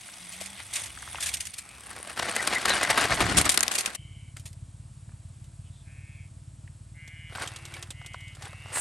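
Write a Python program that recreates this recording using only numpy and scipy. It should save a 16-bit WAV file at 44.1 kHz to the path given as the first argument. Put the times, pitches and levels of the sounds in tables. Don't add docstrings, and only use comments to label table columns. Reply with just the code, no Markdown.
import sys
import numpy as np
from scipy import signal
from scipy.fft import rfft, irfft
from scipy.io import wavfile
from scipy.ndimage import uniform_filter1d

SR = 44100
rng = np.random.default_rng(int(sys.argv[2]) if len(sys.argv) > 2 else 0)


def wrap_up_sound(samples):
    columns = np.atleast_2d(samples).T
    tamed = np.clip(columns, -1, 1)
    steps = np.round(tamed * 32767).astype(np.int16)
    wavfile.write(sys.argv[1], SR, steps)


N = 388319
TIME = np.arange(N) / SR

CUT_S, RESUME_S = 3.964, 3.973
SOIL_S = 1.62
# f/Hz, density/dB per Hz (relative)
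GRIT_COLOUR = [(120, -45), (200, -3), (504, -3.5), (630, -1), (762, 0.5), (852, -2), (1420, 0.5),
               (2050, 0.5), (2520, -4), (2770, -5), (4680, -8), (6540, -14), (9000, -18.5), (11700, -60.5),
               (19800, -120)]
# f/Hz, density/dB per Hz (relative)
SNAP_COLOUR = [(800, -22), (2000, 4), (3500, 2.5), (5500, 2), (8300, 5.5), (9500, 7.5), (10300, -10),
               (11500, -1), (13000, -16.5), (15500, -83)]


def undb(db):
    return 10 ** (np.asarray(db) / 20)


def unit(x):
    return x / np.sqrt(np.mean(x ** 2) + 1e-18)


def curves(table):
    s, *columns = np.transpose(table)
    return [np.interp(TIME, s, c) for c in columns]


def gains(points, hz):
    f, db = np.transpose(points)
    return undb(np.interp(np.log(hz + 1), np.log(f), db))


def colour(x, points, size=8192):
    cepstrum = irfft(np.log(gains(points, np.arange(size // 2 + 1) * SR / size)))
    cepstrum[1:size // 2] *= 2
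    cepstrum[size // 2 + 1:] = 0
    response = irfft(np.exp(rfft(cepstrum)))
    return signal.fftconvolve(x, response / np.linalg.norm(response))[:len(x)]


def resonate(x, hz, width_hz):
    return signal.lfilter(*signal.iirpeak(hz, hz / width_hz, fs=SR), x)


def walk(rate):
    k = max(int(SR / rate), 1)
    steps = np.repeat(rng.standard_normal(N // k + 1), k)
    return unit(uniform_filter1d(uniform_filter1d(steps, k), k))[:N]


def between(start, end, fade):
    return np.clip((TIME - start) / fade, 0, 1) * np.clip((end - TIME) / fade, 0, 1)


def add(track, s, sound):
    i = max(int(s * SR), 0)
    track[i:i + len(sound)] += sound[:max(N - i, 0)]


def burst(t60, size=8192):
    return rng.standard_normal(size) * np.exp(-np.log(1000) * np.arange(size) / SR / max(t60, .002))


def stereo(x, pan_db=0, width_db=0, spread_db=-40, spread_hz=10):
    # f/Hz, level/dB
    width_colour = [(60, -20.5), (300, -8.5), (1300, -4), (4500, -30.5), (6800, -29), (8300, -16),
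                    (9500, 14.5), (12000, 8.5), (15000, 8)]
    # f/Hz, level/dB
    spread_colour = [(100, -7.5), (500, -15), (1300, -1), (2500, -4.5), (5000, -4), (8000, -1),
                     (12000, -5.5)]
    # f/Hz, level/dB
    lean_colour = [(60, -4.5), (700, -6), (1300, 2.5), (4500, 3.5), (8000, 1), (15000, -16)]
    hz, spectrum = np.arange(N // 2 + 1) * SR / N, rfft(x)
    side = irfft(spectrum * 1j * gains(width_colour, hz), N) * undb(width_db)
    side += undb(spread_db) * irfft(spectrum * gains(spread_colour, hz), N) * walk(spread_hz)
    if np.any(pan_db):
        balance = (undb(pan_db) - 1) / (undb(pan_db) + 1)
        side += irfft(spectrum * gains(lean_colour, hz), N) * balance
    return np.array([x + side, x - side])


def biting():
    # t/s, level/dB
    pull = [(0, -54), (.44, -48), (.68, -52.5), (.78, -41), (.92, -52), (1.28, -43), (1.52, -58),
            (1.8, -52), (1.93, -47.5), (2.15, -48.5), (2.19, -35), (2.48, -34), (2.63, -34), (2.8, -31),
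            (2.93, -30), (3.16, -37.5), (3.45, -38.5), (3.62, -36), (3.96, -46)]
    # t/s at the top, level/dB, length/s
    bites = [(1.908, -45.5, 0.034), (1.967, -43.5, 0.021), (1.989, -52, 0.016), (2.098, -40.5, 0.043),
             (2.196, -25.5, 0.0078), (2.23, -31.5, 0.011), (2.246, -34.5, 0.026), (2.296, -31, 0.038),
             (2.425, -34.5, 0.015), (2.531, -24, 0.026), (2.58, -36, 0.035), (2.687, -26, 0.017),
             (2.707, -22.5, 0.029), (2.742, -25, 0.025), (2.769, -26, 0.024), (2.828, -27, 0.032),
             (2.907, -20.5, 0.019), (2.977, -29, 0.022), (3.009, -24.5, 0.051), (3.053, -26.5, 0.029),
             (3.122, -24, 0.043), (3.179, -29.5, 0.016), (3.222, -23.5, .035), (3.262, -29, 0.027),
             (3.307, -26.5, 0.044), (3.342, -32, 0.029), (3.39, -24, 0.049), (3.464, -25.5, 0.026),
             (3.515, -41, 0.027), (3.783, -50, 0.027), (3.874, -37, 0.048)]
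    power = undb(curves(pull)[0]) ** 2
    for s, db, length in bites:
        power = power + undb(db) ** 2 * np.exp(-np.minimum((2 * (TIME - s) / length) ** 2, 20))
    return 10 * np.log10(power)


def tonal_grain(rate, spread_db, cycles, count=36):
    out = np.zeros(N)
    for hz in np.geomspace(500, 10000, count) * rng.uniform(.96, 1.04, count):
        taps = np.zeros(N)
        draws = rng.random((int(rate * N / SR / count), 2))
        places = (draws[:, 0] * N).astype(int)
        taps[places] = undb(-spread_db * np.log(0.0292 + 0.92 * draws[:, 1]))
        out += np.sqrt(hz) * unit(resonate(taps, hz, hz / cycles))
    return unit(out)


def fractures(rate, spread_db, t60, bed):
    largest = 3
    sizes = undb(spread_db * np.minimum(rng.exponential(size=N), largest)) * (rng.random(N) < rate / SR)
    power = signal.lfilter([1], [1, -np.exp(-2 * np.log(1000) / (t60 * SR))], sizes ** 2)
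    power = power / (uniform_filter1d(power, size=1500) + 1e-9)
    return unit(np.sqrt(np.abs(power) + bed ** 2))


def crackle_of(work_db, db, slope):
    return db + slope * (work_db + 45)


def wheels(ground, rings, grit_db, crackle_db, rate, spread_db, bed):
    # f/Hz, density/dB per Hz (relative)
    crackle_colour = [(1000, -26.5), (2200, 3.5), (3400, -1), (5500, -3.5), (7000, -6.5), (8600, 2),
                      (9500, 2.5), (10300, -15.5), (11500, -2.5), (13000, -34), (15500, -22.5)]
    shared = fractures(rate, spread_db, t60=0.02, bed=bed)
    low_only = fractures(rate=300, spread_db=2.5, t60=0.018, bed=bed)
    grit = (rng.standard_normal(N) + rings) * (shared + low_only)
    crackle = (rng.standard_normal(N) + rings) * shared
    return unit(colour(grit, ground)) * undb(grit_db) + unit(colour(crackle, crackle_colour)) * undb(crackle_db)


def crush(t60, rise_s, ring_db, grain_db=2.5, size=50):
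    noise = burst(np.clip(t60, .006, .16))
    grains = unit(uniform_filter1d(rng.standard_normal(len(noise)), size))
    noise *= unit(undb(grain_db * np.clip(grains, -2, 2)))
    noise *= 1 - np.exp(-np.arange(len(noise)) / SR / rise_s)
    pitches = np.exp(rng.uniform(np.log(1200), np.log(9500), size=5))
    return noise + undb(ring_db) * sum(resonate(noise, hz, 86) for hz in pitches)


def snaps(bright_db, crunch_db, soil_db, rise_s, ring_db):
    # t/s, relative level/dB, t60/s (before crush limits it)
    stems = [(0.0677, -42, 0.072), (0.3176, -34, 0.23), (0.4045, -30, 0.2), (0.459, -26, 0.052),
             (0.7333, -24, 0.12), (0.7552, -18.5, 0.1), (.794, -31, 0.17), (0.835, -24.5, 0.051),
             (.856, -29.5, 0.082), (1.203, -23, 0.11), (1.2245, -19.5, 0.1), (1.257, -23.5, .18),
             (1.277, -22, .04), (1.288, -18, 0.038), (1.329, -27, 0.049), (1.338, -13.5, 0.046),
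             (1.3688, -16, 0.022), (1.4031, -20.5, 0.07), (1.4518, -29, 0.09), (1.4686, -18, 0.022),
             (1.537, -25.5, 0.036), (1.58, -27, 0.074), (2.191, -15, 0.021), (2.354, -18, .025),
             (2.418, -24, 0.06), (2.447, -24, 0.031), (2.548, -16, 0.028), (2.614, -16.5, 0.02),
             (2.682, -20, 0.04), (2.6937, -14, 0.028), (2.8336, -8.5, 0.021), (2.9015, -12, 0.04),
             (3.006, -20, 0.089), (3.14, -20, 0.07), (3.368, -11, 0.11), (3.381, -7, 0.054),
             (3.4097, -8.5, 0.035), (3.4518, -11, 0.044), (3.494, -7, 0.047), (3.5146, -14, 0.065),
             (3.5392, -17.5, 0.07), (3.59, -14, 0.018), (3.713, -17.5, 0.066), (3.734, -22, 0.051),
             (3.75, -13, 0.052), (3.779, -17, 0.11), (3.806, -14.5, 0.033), (3.8576, -12, 0.036),
             (3.948, -17.5, 0.027), (4.365, -44, 0.19), (4.395, -38, 0.059), (4.4546, -34, 0.11),
             (4.5283, -39.5, 0.037), (5.44, -46.5, 0.058), (7.358, -31, 0.023), (7.401, -42, 0.024),
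             (7.4184, -28.5, 0.062), (7.445, -40, 0.032)]
    out = np.zeros(N)
    for s, db, t60 in stems:
        add(out, s, undb(db) * crush(t60, rise_s, ring_db))
    crunch_gain = undb(crunch_db + soil_db * (TIME > SOIL_S))
    return undb(bright_db) * colour(out, SNAP_COLOUR) + crunch_gain * colour(out, GRIT_COLOUR)


def clicks(level_db, body_db):
    # t/s, relative level/dB, t60/s of the crack
    impacts = [(0.068, -32, .008), (1.022, -24, .015), (2.3641, -4, .009), (2.474, -3, .018),
               (2.656, -3, .013), (2.695, -2.5, .006), (3.0403, -13, 0.0062), (3.2048, -5, 0.0037),
               (3.4922, -0.5, 0.02), (3.575, 5.5, 0.0069), (3.5768, 4.5, .005), (3.607, 1.5, 0.0053),
               (3.6297, 1, 0.007), (3.6332, -0.5, 0.012), (3.6805, 0.5, .006), (4.369, -22.5, 0.0093)]
    crack, body = np.zeros(N), np.zeros(N)
    for s, db, t60 in impacts:
        add(crack, s, undb(db + level_db) * burst(t60))
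        add(body, s, undb(db + body_db) * burst(t60=0.036))
    return colour(crack, SNAP_COLOUR) + colour(body, GRIT_COLOUR)


def knocks(level_db, width_hz, t60, crunch_db, crunch_t60):
    # t/s, relative level/dB, centre f/Hz
    pebbles = [(0.088, -37, 1360), (0.413, -41, 650), (0.598, -47, 685), (0.975, -37, 1460),
               (1.027, -34, 1250), (1.076, -31, 1120), (1.146, -31, 840), (1.156, -28, 2250),
               (1.183, -33, 1290), (1.913, -39, 1280), (1.963, -38, 1340), (1.974, -38, 600),
               (2.0, -39, 620), (5.091, -52, 493), (5.093, -52.5, 1450), (5.118, -57, 1500),
               (6.676, -46.5, 1900), (7.324, -41, 541), (7.383, -30, 1060), (7.412, -33, 1600),
               (7.417, -31, 520), (7.437, -30.5, 800), (7.454, -42, 1190), (7.506, -47, 1300),
               (8.015, -38, 1000), (8.047, -45, 774), (8.1435, -30.5, 940), (8.423, -38, 1280),
               (8.47, -37, 770), (8.53, -38.5, 960), (8.659, -39, 900), (8.72, -39, 1100),
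               (8.761, -33, 1400), (8.771, -25, 800)]
    out, crunch = np.zeros(N), np.zeros(N)
    for s, db, hz in pebbles:
        ring = resonate(resonate(burst(t60), hz, width_hz), hz, 2 * width_hz)
        add(out, s, undb(db + level_db) * ring / np.abs(ring).max())
        add(crunch, s, undb(db + crunch_db) * burst(crunch_t60))
    return out + colour(crunch, GRIT_COLOUR)


def rough_tones(table, width_hz, fade):
    out = np.zeros(N)
    for start, end, hz, db in table:
        ring = resonate(resonate(rng.standard_normal(N), hz, width_hz), hz, width_hz)
        out += undb(db) * unit(ring) * between(start, end, fade)
    return out


def clods(bright_db, crunch_db, t60, rise_s, ring_db):
    # t/s, relative level/dB
    lumps = [(0.596, -40), (2.173, -29), (2.3629, -24), (2.475, -22), (2.6517, -18.5), (2.9744, -14.5),
             (3.0384, -19.5), (3.2045, -16), (3.714, -31), (4.365, -43.5), (7.3501, -31), (7.765, -37.5),
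             (8.748, -37), (8.769, -39)]
    out = np.zeros(N)
    for s, db in lumps:
        add(out, s, undb(db) * crush(t60, rise_s, ring_db))
    return undb(bright_db) * colour(out, SNAP_COLOUR) + undb(crunch_db) * colour(out, GRIT_COLOUR)


def gears(level_db, t60):
    # t/s, relative level/dB
    teeth = [(7.077, -39), (7.475, -26), (7.561, -28.5), (7.653, -30), (7.739, -30.5), (7.826, -27.5),
             (7.905, -26.5), (8.062, -31.5), (8.135, -40), (8.207, -44), (8.28, -42.5), (8.35, -39),
             (8.422, -34.5)]
    # f/Hz, density/dB per Hz (relative)
    gearbox_colour = [(600, 6), (2000, 4), (3300, 14.5), (4500, 7), (6500, 8.5), (8600, 12), (10200, 0),
                      (11500, 2.5), (15000, -52)]
    out = np.zeros(N)
    for s, db in teeth:
        add(out, s, undb(db + level_db) * burst(t60))
    return colour(out, gearbox_colour)


def lurching():
    # t/s, level/dB
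    pull = [(7.28, -36), (7.34, -56), (7.37, -49), (7.5, -47), (7.63, -53.5), (7.77, -48), (7.96, -64),
            (8.3, -62), (8.81, -52)]
    # t/s at the top, level/dB
    tugs = [(7.429, -34), (8.457, -41.5), (8.778, -32.5)]
    rise_db_per_s, fall_db_per_s = 209, 295
    power = undb(curves(pull)[0]) ** 2
    for s, db in tugs:
        drop_db = np.maximum((s - TIME) * rise_db_per_s, (TIME - s) * fall_db_per_s)
        power = power + undb(db - drop_db) ** 2
    return 10 * np.log10(power)


def truck():
    # f/Hz, density/dB per Hz (relative)
    grass_colour = [(180, -65), (300, -28), (514, -13), (636, -6.5), (1690, -7), (2120, 0), (2830, -16.5),
                    (3460, -1), (4170, -17), (6000, -15), (7800, -25), (13200, -120)]
    # f/Hz, density/dB per Hz (relative)
    chassis_colour = [(18, -50), (28, -37), (42, -6), (70, 1), (130, 2), (230, -4.5), (400, -5),
                      (800, -38.5), (3000, -74)]
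    # t/s, left minus right level/dB
    place = [(1.3, 0), (2.3, 1.4), (3.3, 1.8), (3.9, .9), (4.0, 0)]
    # t/s, level/dB
    scatter = [(1.6, -8), (2.4, -17.5), (3.05, -12.5), (3.35, -5), (3.6, -0.5), (3.8, 0.5), (3.96, 1.5),
               (4.0, -16)]
    # start t/s, end t/s, f/Hz, level/dB
    creaks = [(.405, .432, 670, -45.5), (2.38, 2.415, 1960, -31), (2.545, 2.585, 2020, -26),
              (2.695, 2.73, 4000, -29.5), (2.82, 2.865, 2020, -30.5), (7.73, 7.76, 2290, -44)]
    # start t/s, end t/s, f/Hz, level/dB
    swishes = [(.56, .64, 2400, -42.5), (8.72, 8.84, 8460, -31.5)]
    # start t/s, end t/s, f/Hz, level/dB
    pings = [(1.503, 1.511, 9100, -45)]

    first, second = between(-1, CUT_S, .003), between(7.29, 10, .04)
    on_soil = between(SOIL_S, 10, 0.031)
    rings = undb(-4.0) * tonal_grain(rate=2200, spread_db=4.5, cycles=57)

    work_db = biting()
    crackle_db = crackle_of(work_db, db=-45, slope=0.42)
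    grass = wheels(grass_colour, rings, work_db, crackle_db, rate=400, spread_db=2.5, bed=0.8)
    crackle_db = crackle_of(work_db, db=-47.5, slope=0.52)
    soil = wheels(GRIT_COLOUR, rings, work_db, crackle_db, rate=450, spread_db=8.0, bed=0.68)

    passes_s, pass_lasts_s, beside_db = 3.322, 0.25, 15.5
    beside = np.exp(-((TIME - passes_s) / pass_lasts_s) ** 2)
    rumble_db = work_db + (1 - on_soil) * -17 + on_soil * -17.5 + beside_db * beside
    rumble = unit(colour(rng.standard_normal(N), chassis_colour)) * undb(rumble_db) * first

    work_db = lurching()
    crackle_db = crackle_of(work_db, db=-52.5, slope=0.87)
    rut = wheels(GRIT_COLOUR, rings, work_db, crackle_db, rate=210, spread_db=14.0, bed=0.87)
    rolling = first * ((1 - on_soil) * grass + on_soil * soil) + second * rut

    hits = snaps(bright_db=-4, crunch_db=-29.0, soil_db=13.5, rise_s=0.003, ring_db=0.0)
    hits += clicks(level_db=-12.5, body_db=-29)
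    hits += knocks(level_db=3.0, width_hz=730, t60=0.02, crunch_db=-14.5, crunch_t60=0.051)
    hits += rough_tones(creaks, width_hz=230, fade=0.0095)
    hits += rough_tones(swishes, width_hz=2400, fade=0.043)
    hits += clods(bright_db=-6, crunch_db=1.0, t60=0.061, rise_s=0.001, ring_db=0.5)
    hits += rough_tones(pings, width_hz=400, fade=.003)
    hits += gears(level_db=-6.5, t60=0.051)

    near = stereo(rolling + hits, curves(place)[0], width_db=-10.0, spread_db=curves(scatter)[0], spread_hz=900)
    return near + stereo(rumble, pan_db=2.0, width_db=-3.0, spread_db=-6, spread_hz=40)


def far_drone():
    # f/Hz, density/dB per Hz (relative)
    drone_colour = [(22, -31), (40, -14), (60, 6), (90, 6), (130, 0.5), (200, -16.5), (400, -23),
                    (1500, -98)]
    # t/s, level/dB
    drone_level = [(0, -68), (.5, -57), (.8, -54), (1.35, -51), (1.55, -61.5), (2.1, -58)]
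    waver_db = 1.1 * walk(5)
    drone = unit(colour(rng.standard_normal(N), drone_colour)) * undb(curves(drone_level)[0] + waver_db)
    return stereo(drone * between(-1, CUT_S, .003), spread_db=-31, spread_hz=28)


def air():
    # f/Hz, density/dB per Hz (relative)
    air_colour = [(120, -17.5), (200, -0.5), (239, -8.5), (338, -8.5), (361, -21), (461, -19), (620, -16),
                  (664, -11.5), (717, -19), (979, -19), (2110, -23), (2290, -22), (6220, -24), (8220, -16),
                  (10000, -22.5), (13000, -84), (22000, -120)]
    hiss = unit(colour(rng.standard_normal(N), air_colour)) * undb(-60.5 + .5 * walk(1.0))
    return stereo(signal.sosfilt(signal.butter(12, 9800, fs=SR, output="sos"), hiss), width_db=-1.0)


def brief_hum(table):
    hz, db = curves(table)
    phase = 2 * np.pi * np.cumsum(hz * (1 + 0.0056 * walk(12))) / SR
    return stereo(undb(db) * np.sin(phase) * between(table[0][0], table[-1][0], .02))


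def rasp_ring(turns, pulse_hz, ring_hz, sharpness, roughness):
    pulse = np.round(turns).astype(int)
    slips = rng.standard_normal(256)[pulse % 256]
    shape = np.exp(sharpness * (np.cos(2 * np.pi * turns) - 1))
    return shape * np.sin(2 * np.pi * ring_hz * (turns - pulse) / pulse_hz + roughness * slips)


def rasps(level_db, release_s, echo_t60):
    # start t/s, end t/s, relative level/dB, pulse rate/Hz, rise over the call (share), attack/s,
    # roughness/rad at the start and at the end (before the patches), echo level/dB against the call
    call_table = [(1.53, 1.836, -54, 133, .10, 0.053, .4, .7, -12),
                  (3.899, 4.35, -59, 154, -0.014, .06, 2.3, 1.9, 11),
                  (5.845, 6.303, -56.5, 140, 0.02, 0.037, 0.76, 1.2, -8.5),
                  (6.935, 7.38, -49.5, 161, 0.038, 0.066, 1.4, 1.1, -5),
                  (7.462, 7.895, -52.5, 146, -.03, 0.075, 1.2, 1.3, -9),
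                  (7.905, 8.388, -47, 139, 0.027, 0.11, 0.63, 1.1, -13),
                  (8.43, 8.795, -49, 150, 0.095, 0.072, 0.53, 0.45, -7)]
    # f/Hz (before the glide), level/dB,
    # sharpness of the pulse, growth over the call/dB
    throat = [
        [(1300, 0, 2, -2), (2400, 7, 3, 2)],
        [(2260, -2.5, 1.6, -2), (2570, -11, 2, -6), (3000, -3, 2.3, -8)],
        [(1745, -8, 1.8, -9), (2270, -0.5, 1.9, 5), (2470, -0.5, 1.55, -2), (3250, -14.5, 2, 10)],
        [(1700, -12, 1.1, 1), (2190, -2.5, 1.5, -1), (2900, -12.5, 0.62, 18), (3200, -16, 1.7, 10)],
        [(2150, -3, 2.6, -4), (2700, -7, 1, -4)],
        [(2120, -0.5, 1.04, -4), (2460, -12, 1.5, 0), (2930, -8, 0.99, 0), (3150, -11, 1.6, 0)],
        [(2030, -4, .8, 0), (2320, -2, 0.82, -3), (2710, 6, 1.5, 8)],
    ]
    sag, ring_lag = 0.0442, .15
    out = np.zeros(N)
    wobble = 0.0048 * walk(25)
    patches = undb(3.5 * walk(16))
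    flutters_db = [1 * walk(22) for _ in max(throat, key=len)]
    for call_row, rings in zip(call_table, throat):
        start, end, db, rate, rise, attack_s, rough_start, rough_end, echo_db = call_row
        t = np.arange(int((end - start) * SR)) / SR
        along = t / t[-1] - .5
        here = np.minimum(int(start * SR) + np.arange(len(t)), N - 1)
        glide = 1 + rise * along - sag * (2 * along) ** 4
        pulse_hz = rate * (glide + wobble[here])
        turns = np.cumsum(pulse_hz) / SR
        roughness = np.linspace(rough_start, rough_end, len(t)) * patches[here]
        voice = np.zeros(len(t))
        for k, (hz, ring_db, sharpness, growth_db) in enumerate(rings):
            ring = rasp_ring(turns - k * ring_lag, pulse_hz, hz * glide, sharpness, roughness)
            voice += undb(ring_db + growth_db * along + flutters_db[k][here]) * ring
        swell = np.clip(np.minimum(t / attack_s, (t[-1] - t) / release_s), 0, 1)
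        call = undb(db + level_db) * swell * unit(voice) / np.hypot(1, undb(echo_db))
        add(out, start, call)
        echo = burst(echo_t60)
        add(out, start, undb(echo_db) * signal.fftconvolve(call, echo / np.linalg.norm(echo)))
    return stereo(out, width_db=-1.0)


def diesel(lead_s, jitter_s, scatter_db, echo_db):
    # t/s, f/Hz
    firing = [(4.0, 17.26), (4.6, 17.52), (5.2, 17.65), (5.8, 17.83), (6.4, 18.28), (7.0, 18.18),
              (7.6, 18.69), (8.2, 18.29), (8.8, 18.54)]
    # f/Hz, density/dB per Hz (relative)
    exhaust_colour = [(18, -43.5), (35, -25), (53, 1.5), (70, -7.5), (90, 6), (122, 1.5), (142, 1),
                      (165, -11.5), (200, -18), (300, -30.5), (420, -76), (1500, -95)]
    turns = np.cumsum(curves(firing)[0]) / SR
    turns = turns - np.interp(firing[0][0], TIME, turns)
    pulses = np.zeros(N)
    for s in TIME[1:][np.diff(np.floor(turns)) > 0]:
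        late, size = rng.standard_normal(2)
        add(pulses, s - lead_s + jitter_s * late, undb([scatter_db * size]))
    smear = unit(colour(rng.standard_normal(N), exhaust_colour))
    thuds = unit(colour(pulses, exhaust_colour)) + undb(echo_db) * smear
    level = undb(-44 - 0.72 * (TIME - RESUME_S)) * between(RESUME_S, 10, 0.019)
    return stereo(thuds * level, width_db=-7.5)


def chirps(width_hz):
    # start t/s, end t/s, f/Hz, level/dB
    birds = [(5.63, 5.71, 2920, -65), (5.697, 5.847, 3600, -68)]
    return stereo(rough_tones(birds, width_hz, fade=0.034))


def scene():
    # t/s, f/Hz (before the wobble), level/dB
    first_hum = [(.17, 173, -80), (.22, 176.5, -52.5), (.33, 176, -58), (.385, 186.5, -52),
                 (.48, 193.7, -51), (.58, 192, -61), (.65, 202, -80)]
    second_hum = [(7.5, 333, -73), (7.62, 341, -61), (7.8, 350, -56.5), (7.95, 356, -73)]
    hums = brief_hum(first_hum) + brief_hum(second_hum)
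    calls = rasps(level_db=-1.5, release_s=0.084, echo_t60=.08) + chirps(width_hz=740)
    engine = diesel(lead_s=0.00938, jitter_s=.0015, scatter_db=1.3, echo_db=-9)
    return truck() + far_drone() + air() + hums + calls + engine


def record(dry):
    ceiling, top_hz = .92, 15900
    rounded = dry / (1 + (dry / ceiling) ** 4) ** .25
    return signal.sosfilt(signal.ellip(8, .2, 70, top_hz, fs=SR, output="sos"), rounded)


dry = scene()
out = record(dry)
wrap_up_sound(out)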